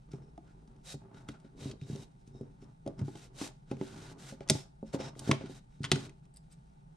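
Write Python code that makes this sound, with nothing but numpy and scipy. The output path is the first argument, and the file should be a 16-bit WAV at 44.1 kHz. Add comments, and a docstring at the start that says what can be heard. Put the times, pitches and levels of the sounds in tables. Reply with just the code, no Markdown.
"""A canvas frame starts to slide on a wooden table, with a scrape, a tick and a knock close behind.
Pliers dig staples out of it in a quiet room: knocks ring the frame's modes as dying sines, jaws tick and
snap as bursts of filtered grains, and friction grains make the hiss, the grind and the rumble of sliding.
Near the end a loose staple tinkles in the fingers through a few high resonances.
Faint noise hums below, and decaying noise gives the echoes of the room."""
import sys
import numpy as np
from scipy import signal
from scipy.fft import rfft, irfft, next_fast_len
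from scipy.io import wavfile

SR = 44100
rng = np.random.default_rng(int(sys.argv[2]) if len(sys.argv) > 2 else 0)


def bounce(signal):
    """Save signal as a 16-bit WAV file at the path given by the first command-line argument."""
    frames = np.transpose(np.atleast_2d(signal))
    limited = np.clip(frames, -1, 1)
    pcm = np.round(limited * 32767).astype(np.int16)
    wavfile.write(sys.argv[1], SR, pcm)


N = 306936
FFT_SIZE = next_fast_len(N + SR)

# Knocks of the frame on the table, before width and room: (time [s], peak level [dB],
# deep modes [dB], middle modes [dB], upper modes [dB], contact [ms])
KNOCKS = [(0.136, -28.5, -0.5, -18, -11.5, 1.35), (0.378, -39, -27, -35, -10, 0.79),
          (0.942, -29, -4, -17, -26, 0.89), (1.145, -37, 6, -12, -20, 0.69),
          (1.288, -28.5, -6, -12.5, -21, 1.46), (1.342, -48, -31.5, -26.5, -8, 0.41),
          (1.446, -42, -34, -16, -35, 1), (1.657, -24.5, -2.5, -17, -22, 1.1),
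          (1.817, -30, 10.5, -38, -32, 2), (1.847, -41, 10.5, -29, -26, 1.1),
          (1.899, -23.5, 3, -25, -19, 1.9), (1.93, -25.5, 11, -23, -22, 0.53),
          (1.952, -30, -15, -7, -22, 1.7), (2.154, -57, -15, -33, -31, 1.3),
          (2.275, -38.5, 0, -31, -30, 2.8), (2.349, -38, -11.5, -23, -16, 1.26),
          (2.41, -27, -8.5, -18.5, -32, 1.3), (2.624, -37, -17, -8, -11, 2.4),
          (2.864, -24.5, -38, -12, -19.5, 0.5), (2.877, -26.5, -37, -7, -21, 0.28),
          (2.99, -31.5, -13, -21, -16, 2.4), (3.014, -20, 21, -24, -31, 1.1),
          (3.023, -19, 12.5, -39, -35, 2.1), (3.081, -29.5, -36, -19, -17, 0.71),
          (3.153, -34, 0.5, -26, -12, 0.35), (3.414, -24.5, -28, -35, -15, 0.49),
          (3.714, -20.5, -18, -18, -16.5, 0.88), (3.729, -29.5, -8, -21, -4, 2.4),
          (3.812, -20, -39, -17.5, -19.5, 1.27), (3.824, -38.5, -9, 2, -21, 1.6),
          (4.323, -34.5, -32, -12, -21, 0.79), (4.407, -30.5, -3, -1, -7, 1.25),
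          (4.499, -17, -37, -8.5, -11, 1.47), (4.512, -17.5, 29, -17, -17, 0.75),
          (4.55, -21, 6, -6, -13, 1.26), (4.828, -27, -44, -6.5, -18, 1.1),
          (4.938, -28.5, -31, 10, -15, 0.68), (4.945, -18.5, -26, -5.5, -23, 0.22),
          (4.959, -53.5, -12, 3, -22, 0.92), (4.999, -25.5, -13, -3, -5, 1.36),
          (5.163, -35, -4, -10, -12, 1.5), (5.275, -25, -23, -17, -26, 1.03),
          (5.293, -10.5, -4, -12.5, -29, 0.91), (5.312, -15.5, 1, -7, -24, 1.2),
          (5.328, -24, -18, -5, -20, 0.99), (5.409, -32, -16, -2, -8, 1.4),
          (5.438, -27, -11, -17, -21, 1.9), (5.496, -32, -45, -9.5, -9, 1.55),
          (5.804, -23.5, 7, -33, -21, 2.2), (5.84, -27.5, 6, -15, -1, 1.6),
          (5.917, -13.5, -39, -15.5, -11, 1.4), (5.929, -18, 10, -8.5, -22, 2.1),
          (5.961, -23, -8, -26, -24, 1.4)]
# Ticks and snaps of the jaws, before width and room: (time [s], peak level [dB], strongest pitch [Hz],
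# loss away from it [dB per octave], time to fall by about 22 dB [ms], left over right [dB])
SNAPS = [(0.1166, -52, 5470, 6, 11, 0.5), (0.133, -56, 1660, 4, 8.6, 0.0), (0.377, -55, 1380, 2, 7.9, 1.5),
         (0.6754, -62, 5120, 11, 10, 1.0), (0.763, -64, 2110, 1, 10, 5), (1.1443, -55, 1480, 4, 8.7, 1.0),
         (1.2869, -36, 1480, 2, 12.4, 0), (1.3405, -62, 1360, 6, 10, 2.5), (1.3994, -62, 1390, 0, 13, 0.0),
         (1.4481, -63, 1730, 2, 15, 1.5), (1.713, -41.5, 3800, 8, 12, 0.5),
         (1.8134, -47.5, 3800, 8, 7.7, -1), (1.959, -43, 5100, 8, 8.1, 0.5),
         (2.1516, -70, 1460, 3, 10, -0.5), (2.2748, -58, 6790, 6, 8.5, -0.5),
         (2.4114, -59, 1450, 0, 8.5, 0.5), (2.618, -60, 1330, 3, 14, 3), (2.863, -49, 1490, 2, 15, -0.5),
         (2.8754, -45.5, 5100, 6, 11, 1.5), (2.9916, -49, 1320, 1, 10, 3), (3.015, -52, 1420, 2, 10, -3),
         (3.0475, -62, 1370, 6, 8.7, 1.0), (3.0814, -51, 1400, 6, 11, 0.5), (3.1548, -47, 2670, 3, 10, -2),
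         (3.4107, -36, 1920, 2, 14, 0.5), (3.713, -42, 1480, 5, 13, 0.5), (3.768, -53, 1350, 4, 8.3, -0.5),
         (3.8114, -43.5, 1460, 6, 14, -2), (4.4062, -45.5, 2230, 7.5, 10.3, 0.5),
         (4.4764, -48.5, 5410, 6, 11.2, 3), (4.4877, -34, 5440, 5.5, 8.1, 5.5),
         (4.4979, -9, 6630, 6.5, 10.9, 1.0), (4.9425, -42.5, 1530, 3, 10, 0.5),
         (5.004, -43, 3280, 6, 10, 0.5), (5.1522, -54, 1330, 5.5, 8.8, 0.0),
         (5.1924, -36, 8890, 7.5, 9.2, -1), (5.3131, -13, 2040, 5.5, 9, -0.5),
         (5.4101, -47, 1510, 6, 10.7, 0.5), (5.4595, -47, 3367, 5, 14, 0.5),
         (5.8316, -37.5, 3610, 6, 16, 2.5), (5.8411, -28, 2020, 5.5, 20.3, 2),
         (5.8483, -33, 3040, 5.5, 11.4, 3.5), (5.859, -42, 1980, 7.5, 10, 1.5),
         (5.916, -10.5, 3617, 6, 12, 0.0), (5.9571, -30.5, 1350, 3, 11.4, 0.0),
         (6.0941, -48, 2017, 2, 10.4, 0), (6.2534, -63.5, 1370, -1, 10.3, -0.5)]
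# Rubs of the loose staple: (time [s], gain of the contact grains [dB], time to fall by about 22 dB [ms])
TINKLES = [(6.339, -63, 10), (6.3605, -54, 9.1), (6.3693, -46.5, 7.4), (6.513, -63, 8.3), (6.5225, -57, 15)]
# Scrapes of jaws and fingers on the canvas, and at 4.5 s the bright hissing tail of the loud snap:
# (start [s], rise [s], hold [s], fall [s], hiss level [dB],
# then relative to the hiss: treble [dB], three rasp resonances [dB, dB, dB])
STROKES = [(0.105, 0.011, .01, 0.12, -75, -4, -2, -17, -5),
           (0.2, 0.028, 0.056, .05, -81.5, -22, -8, -17, -2),
           (0.42, 0.061, .01, 0.085, -81, -26, 2.5, -27, -21),
           (0.813, 0.076, 0.037, 0.046, -58, 2.5, -16, -4.5, -23),
           (1.13, 0.016, 0.044, 0.087, -74.5, -6.5, 2, -9, -15),
           (1.27, 0.019, 0.0077, 0.063, -66, -5, -1, -6, -12),
           (1.33, .012, .01, 0.045, -75, -20, 8, -15, -15), (1.42, 0.03, .01, 0.09, -80, -19, 4, -6, -19),
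           (1.533, 0.098, 0.045, .09, -57, -6.5, -30, -8.5, -22),
           (1.78, 0.042, 0.013, 0.057, -72, -10, -18, 1, -11),
           (1.83, 0.056, .14, 0.056, -65, -2.5, -20, -8, -19),
           (2.12, 0.084, .01, .04, -87, 0, -19, -14, -11), (2.26, .013, .005, .03, -86, 3, -25, -16, -16),
           (2.29, .075, .01, .17, -83.5, -7, -23, 1, 4),
           (2.586, 0.045, 0.0067, 0.028, -74, -6, -2, -18, -4),
           (2.972, 0.019, 0.0043, 0.051, -67.5, -13, -4, -21, -2),
           (3.0, 0.072, 0.18, .05, -72, -1, -5, -14, -21),
           (3.12, 0.068, 0.044, .07, -62, -4, -23, -23, -25),
           (3.314, 0.11, 0.01, 0.099, -53, -1, -23, -16, -26),
           (3.63, 0.09, .005, 0.071, -67.5, -13, -5, -23, -18),
           (3.72, 0.14, 0.25, 0.049, -61.5, -5, -5, -18, -28),
           (4.15, 0.078, 0.06, 0.11, -60, -1, -6, -31, -27),
           (4.393, 0.03, 0.0036, 0.041, -67, -40, -6, -25, -28),
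           (4.5, 0.0075, 0.018, 0.19, -57.5, -0.5, -16.5, -20.5, -5.5),
           (4.836, 0.038, 0.038, 0.041, -70.5, -10, -13.5, -11.5, -9.5),
           (4.918, 0.025, 0.0038, 0.036, -52.5, -6, -6, -29, -17),
           (4.969, 0.039, 0.069, 0.046, -54.5, -19, -12, -13, -8),
           (5.125, 0.084, 0.044, 0.035, -62, -0.5, -15.5, -7, -23.5),
           (5.21, 0.083, .005, 0.099, -54, -5, 1, -31, -25),
           (5.35, 0.034, .09, .03, -60, -31, -8, -18, -26),
           (5.465, 0.042, 0.061, 0.055, -65.5, -3, -10, -7, -26),
           (5.65, .1, 0.055, 0.025, -80, -8, -9, -11.5, -16),
           (5.807, 0.013, 0.028, .05, -70, -7, -13, -11, -13),
           (5.875, 0.022, 0.012, 0.033, -66, -26, -5, -7, -24),
           (5.92, 0.027, 0.11, 0.04, -60, -8.5, -12, -18.5, -29.5),
           (6.325, 0.038, 0.016, .03, -77, -4, -23, -22.5, -9),
           (6.475, 0.054, 0.0043, 0.032, -77, 1.5, -13, -15.5, -10)]
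# Faint rubbing between strokes: (hiss level [dB], treble [dB], three rasp resonances [dB, dB, dB])
RESTING_RUB = (-85.5, -6, -6.5, -18, -18)
# Frame shoved over the table: (start [s], rise [s], hold [s], fall [s],
# grind in the wood [dB], rumble in the table [dB])
SHOVES = [(0.03, .13, 0.016, 0.31, -72, -49.5), (0.4, 0.056, 0.27, 0.4, -77.5, -58.5),
          (0.86, 0.24, 0.15, 0.33, -65.5, -53), (1.42, 0.27, 0.0084, 0.13, -84, -43),
          (1.8, 0.15, 0.011, 0.2, -71, -45.5), (2.22, 0.17, .01, 0.23, -96, -50),
          (2.48, 0.18, 0.014, 0.092, -71.5, -56.5), (2.84, 0.035, .01, 0.096, -85, -40),
          (2.94, 0.062, .005, 0.073, -58, -45.5), (3.05, 0.077, 0.29, 0.071, -78, -56),
          (3.33, 0.12, .01, 0.12, -58.5, -48.5), (3.63, 0.14, 0.074, 0.041, -76, -46.5),
          (3.82, 0.087, 0.051, 0.71, -62, -46.5), (4.28, 0.24, 0.015, 0.24, -61.5, -51),
          (4.86, .14, 0.0073, 0.23, -51, -41), (5.14, 0.085, 0.11, 0.12, -57.5, -45.5),
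          (5.36, 0.05, 0.023, 0.3, -65, -49.5), (5.75, 0.23, 0.014, 0.2, -63, -42)]
# Faint creak of the frame at rest: (grind [dB], rumble [dB])
RESTING_CREAK = (-81.5, -69)
# Modes of frame and table, ring times when free: (frequency [Hz], level [dB], t60 [s])
FRAME_MODES = [(107.5, -7.5, 0.25), (138.6, 3, 0.15), (147.9, 2, 0.04), (220, -10, 0.088),
               (222.3, -9.5, 0.21), (275.8, -2, 0.09), (321, -10.5, 0.11), (384.7, -3, 0.09),
               (430, 3.5, 0.033), (543.3, 1.5, 0.21), (634, 0, 0.12), (676, 3, 0.11), (774, 3.5, 0.11),
               (857.2, 6, 0.15), (1061.5, -15, 0.21), (1184, -11.5, 0.27), (1200, 3, 0.016)]
# Modes of the staple: (frequency [Hz], level for each grain of contact [dB], t60 [s])
STAPLE_MODES = [(2894, -55.5, 0.0072), (4930, -23.5, 0.024), (7450, -46, 0.0076), (8230, -18, 0.019),
                (9840, -26.5, 0.016)]
# Rasp resonances of the jaws: (frequency [Hz], width [Hz])
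JAW_RESONANCES = [(1430, 130), (3760, 69), (5250, 220)]
# Relative spectrum of the hiss, its halves rescaled later: (frequency [Hz], density [dB per Hz])
HISS_SPECTRUM = [(290, -28.5), (500, 2.5), (668, -1), (729, 3), (855, -5.5), (1020, -6), (1440, -8.5),
                 (1640, -6.5), (3860, -7.5), (8700, -19), (14000, -40.5), (16000, -50.5)]
# Relative spectrum of the snaps, each band rescaled later: (frequency [Hz], density [dB per Hz])
SNAP_SPECTRUM = [(530, -32), (900, -11), (1340, -5), (1710, -14.5), (2020, -5), (2340, -8.5), (3410, -4),
                 (3710, -5), (4900, -3), (6710, -5), (7570, -12), (8970, -4.5), (12000, -33.5),
                 (13900, -28), (16200, -46)]
# Relative spectrum of the room tone: (frequency [Hz], density [dB per Hz])
HUM_SPECTRUM = [(12, -31), (20, 9), (60, 13), (87, -32.5), (120, 10.5), (161, 13.5), (299, -13.5),
                (599, -23), (871, -15), (1020, -34), (1340, -36.5), (4700, -44), (5670, -82.5), (8700, -31),
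                (12000, -66.5), (15600, -63), (22000, -120)]
# Stereo width of the near sounds: (frequency [Hz], side over mid [dB])
NEAR_WIDTH = [(60, -29.5), (110, -25.5), (200, -61.5), (380, -17), (700, -2), (1290, -2.5), (2380, -8),
              (4400, -9.5), (8120, 0), (15000, -2)]
# Stereo width of the room tone: (frequency [Hz], side over mid [dB])
HUM_WIDTH = [(60, -16), (110, -33), (200, -5.5), (380, 5.5), (700, 10), (1290, 18.5), (2380, 11.5),
             (4400, 5), (8120, 3.5), (15000, 1)]

STROKE_EDGE, SHOVE_EDGE = 3.32, 3.0  # the higher, the later a gesture swells and the sooner it fades
GRIP_DAMPING = 0.5  # hands on the frame shorten the ring of its higher modes to this share
HUM_DB = -57.5
ROOM_T60_S, ROOM_DB = 0.27, -10
BASS_CUT_HZ = 136  # high-pass that thins the bass of the near sounds
STOPBAND_HZ = 16300


def knocks():
    """Modal excitation: a smooth push and a dying chatter strike modes that vary with grip and spot."""
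    hz, mode_db, t60 = np.transpose(FRAME_MODES)[:, :, None]
    t60 = np.where(hz > 430, GRIP_DAMPING * t60, t60)
    t = np.arange(round(0.4 * SR)) / SR
    chance = rng.standard_normal((len(KNOCKS), 3, len(FRAME_MODES), 1))
    chatter_db = -34.5 - 60 * t[:3000] / 0.053
    chatter = rng.standard_normal((len(KNOCKS), 3000)) * from_db(chatter_db)
    chatter[:, 0] = 1  # the push itself
    out = np.zeros(N + SR)
    for row, (detune, strength, late), touches in zip(KNOCKS, chance, chatter):
        s, peak_db, deep_db, middle_db, upper_db, contact_ms = row
        region_db = np.select([hz < 180, hz < 430, hz < 660], [deep_db, 0, middle_db], upper_db)
        age = np.maximum(t - 0.00054 * np.abs(late), 0)
        level_db = mode_db + region_db + 3.3 * strength - 60 * age / t60
        modes = from_db(level_db) * np.sin(2 * np.pi * hz * (1 + 0.022 * detune) * age)
        push = np.hanning(max(round(contact_ms * SR / 1000), 3) + 2)
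        sound = signal.fftconvolve(modes.sum(axis=0), np.convolve(push, touches))
        at = round(s * SR)
        out[at:at + len(sound)] += from_db(peak_db) * sound / np.abs(sound).max()
    return out[:N]


def snaps():
    """Impulsive release: short dying bursts of rattle, each with its own colour and side."""
    # two rattles by turns, so that neighbouring bands rattle apart
    rattle = colour(np.array([grains(14000, 3.5), grains(14000, 3.5)]), SNAP_SPECTRUM)
    edges_hz = [900, 1500, 2400, 3400, 4800, 7200, 16000]
    centres_hz = np.array([1200, 1900, 2900, 4000, 6000, 9000])
    parts = [rms_one(band(rattle[k % 2], edges_hz[k], edges_hz[k + 1])) for k in range(6)]
    parts = np.array(parts)
    out = np.zeros((2, N))
    for s, peak_db, hz, loss_db, length_ms, pan_db in SNAPS:
        at, shape = burst(s, length_ms)
        band_gains = from_db(-loss_db * np.abs(np.log2(centres_hz / hz)))
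        sound = shape * (band_gains @ parts[:, at])
        sound = from_db(peak_db) * sound / np.abs(sound).max()
        out[:, at] += sound * from_db([[pan_db / 2], [-pan_db / 2]])
    return out


def tinkles():
    """Resonance under friction: a staple rubbed between the fingers rings in a few high modes."""
    rub, contact = grains(8000, 3.1), np.zeros(N)
    for s, gain_db, length_ms in TINKLES:
        at, shape = burst(s, length_ms)
        contact[at] += from_db(gain_db) * shape * rub[at]
    return sum(from_db(db) * ring(contact, hz, t60) for hz, db, t60 in STAPLE_MODES)


def slide(pressure):
    """Dry friction: fine grains hiss under uneven pressure, coarse grains shake the frame modes."""
    strokes = [(*row[:5], *(row[4] + np.array(row[5:]))) for row in STROKES]
    rub_db = RESTING_RUB[0]
    resting = [rub_db, *(rub_db + np.array(RESTING_RUB[1:]))]
    body_gain, treble_gain, *rasp_gains = gestures(strokes, resting, STROKE_EDGE)
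    grind_gain, rumble_gain = gestures(SHOVES, RESTING_CREAK, SHOVE_EDGE)

    fine = colour(grains(12000, 3.5), HISS_SPECTRUM)
    low, high = split(fine, 8000)
    rasp = sum(gain * resonance(fine, *row) for gain, row in zip(rasp_gains, JAW_RESONANCES))
    # opposite signs join the halves without a dip
    hiss = pressure * (body_gain * rms_one(low) - treble_gain * rms_one(high) + rasp)

    coarse = grains(1900, 5.3)
    # the mode at 430 Hz belongs to neither group
    deep = [from_db(db) * ring(coarse, hz, t60) for hz, db, t60 in FRAME_MODES if hz < 430]
    upper = [from_db(db) * ring(coarse, hz, 0.3 * t60) for hz, db, t60 in FRAME_MODES if hz > 430]
    return hiss + grind_gain * rms_one(sum(upper)) + rumble_gain * rms_one(sum(deep))


def hum():
    """Stationary noise: steady room tone, widest around 1.3 kHz."""
    mid, side = colour(rng.standard_normal((2, N)), HUM_SPECTRUM)
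    both = mid + colour(side, HUM_WIDTH) * [[1], [-1]]
    return from_db(HUM_DB) * rms_one(both)


def echoes(x, t60):
    """Diffuse reverberation: convolve with exponentially dying noise of energy 1."""
    t = np.arange(round(t60 * SR)) / SR
    tail = rng.standard_normal(len(t)) * from_db(-60 * t / t60)
    return signal.fftconvolve(x, tail / np.sqrt(np.sum(tail ** 2)))[:N]


def gestures(rows, rest_db, edge):
    """Addition of powers: gestures swell, hold and fade over a resting level; one gain per column."""
    table = np.array(rows)
    start, rise, hold, fall = table[:, :4].T[:, :, None] + 1e-4  # no time is zero
    t = np.arange(0, N + 64, 64) / SR
    swell = (t - start) / rise
    fade = 1 + (start + rise + hold - t) / fall
    reach = np.clip(np.minimum(swell, fade), 0, 1)
    shape = np.sin(np.pi / 2 * reach) ** (2 * edge)
    power = from_db(table[:, 4:].T) ** 2 @ shape + from_db(rest_db)[:, None] ** 2
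    return [np.interp(np.arange(N) / SR, t, np.sqrt(p)) for p in power]


def flicker(rate_hz):
    """Low-passed chance: a slow random curve of rms 1."""
    r = np.exp(-2 * np.pi * rate_hz / SR)
    return rms_one(signal.lfilter([1], [1, -2 * r, r * r], rng.standard_normal(N + SR))[SR:])


def burst(s, length_ms):
    """Transient envelope: place and shape of a short event, quick rise and exponential decay."""
    t = np.arange(round(0.12 * SR)) / SR * 1000 / max(length_ms, 1)
    at = round(s * SR)
    return slice(at, at + len(t)), (1 - np.exp(-30 * t)) * np.exp(-2.5 * t)


def grains(per_s, spread_db):
    """Shot noise: random clicks of uneven size and sign, rms 1."""
    sizes = from_db(spread_db * np.minimum(rng.exponential(1, N), 4)) * rng.choice([-1, 1], N)
    return rms_one(sizes * (rng.random(N) < per_s / SR))


def ring(x, hz, t60):
    """Damped oscillator: a unit click sets a dying sine of initial height 1 ringing."""
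    r, w = from_db(-60 / (t60 * SR)), 2 * np.pi * hz / SR
    return signal.lfilter([0, np.sin(w)], [1, -2 * r * np.cos(w), r * r], x + 1e-18)


def resonance(x, hz, width_hz):
    """Selective response: what one resonance passes of a sound, rms 1."""
    r = np.exp(-np.pi * width_hz / SR)
    poles = [1, -2 * r * np.cos(2 * np.pi * hz / SR), r * r]
    return rms_one(signal.lfilter([1, 0, -1], poles, x))


def colour(x, points, turn=1):
    """Linear filtering: weight the spectrum by (Hz, dB) points; turn = 1j adds a quarter cycle of phase."""
    hz, db = np.transpose(points)
    log_hz = np.log(np.fft.rfftfreq(FFT_SIZE, 1 / SR) + 1)
    gain = from_db(np.interp(log_hz, np.log(hz), db))
    return irfft(rfft(x, FFT_SIZE) * gain * turn, FFT_SIZE)[..., :N]


def split(x, hz):
    """Crossover: low and high part of a sound."""
    filters = [signal.butter(2, hz, kind, fs=SR, output="sos") for kind in ("low", "high")]
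    return [signal.sosfilt(sos, x) for sos in filters]


def band(x, low_hz, high_hz):
    """Band-pass filtering: keep what lies between two frequencies."""
    return signal.sosfilt(signal.butter(2, [low_hz, high_hz], "band", fs=SR, output="sos"), x)


def from_db(db):
    """Logarithmic level: decibels to amplitude gain."""
    return 10 ** (np.asarray(db) / 20)


def rms_one(x):
    """Effective value: scale to rms 1."""
    return x / np.sqrt(np.mean(x ** 2) + 1e-20)


def scene():
    """Superposition: hits have a phase-turned side, rubbing along the frame an independent one; echoes add."""
    hits = knocks() + tinkles() + snaps()
    pressure = from_db(1.2 * flicker(45) + 1.4 * flicker(9))
    hit_side = colour(hits.mean(axis=0), NEAR_WIDTH, turn=1j)
    slide_side = colour(slide(pressure), NEAR_WIDTH)
    near = hits + slide(pressure) + (hit_side + slide_side) * [[1], [-1]]
    near = split(near, BASS_CUT_HZ)[1]
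    walls = band(near.mean(axis=0), 260, 8900)
    room = np.array([echoes(walls, ROOM_T60_S), echoes(walls, ROOM_T60_S)])
    return near + from_db(ROOM_DB) * room + hum()


def record(dry):
    """Band limitation: a steep low-pass, 70 dB down from the stopband edge upward."""
    return signal.sosfilt(signal.cheby2(12, 70, STOPBAND_HZ, fs=SR, output="sos"), dry)


dry = scene()
out = record(dry)
bounce(out)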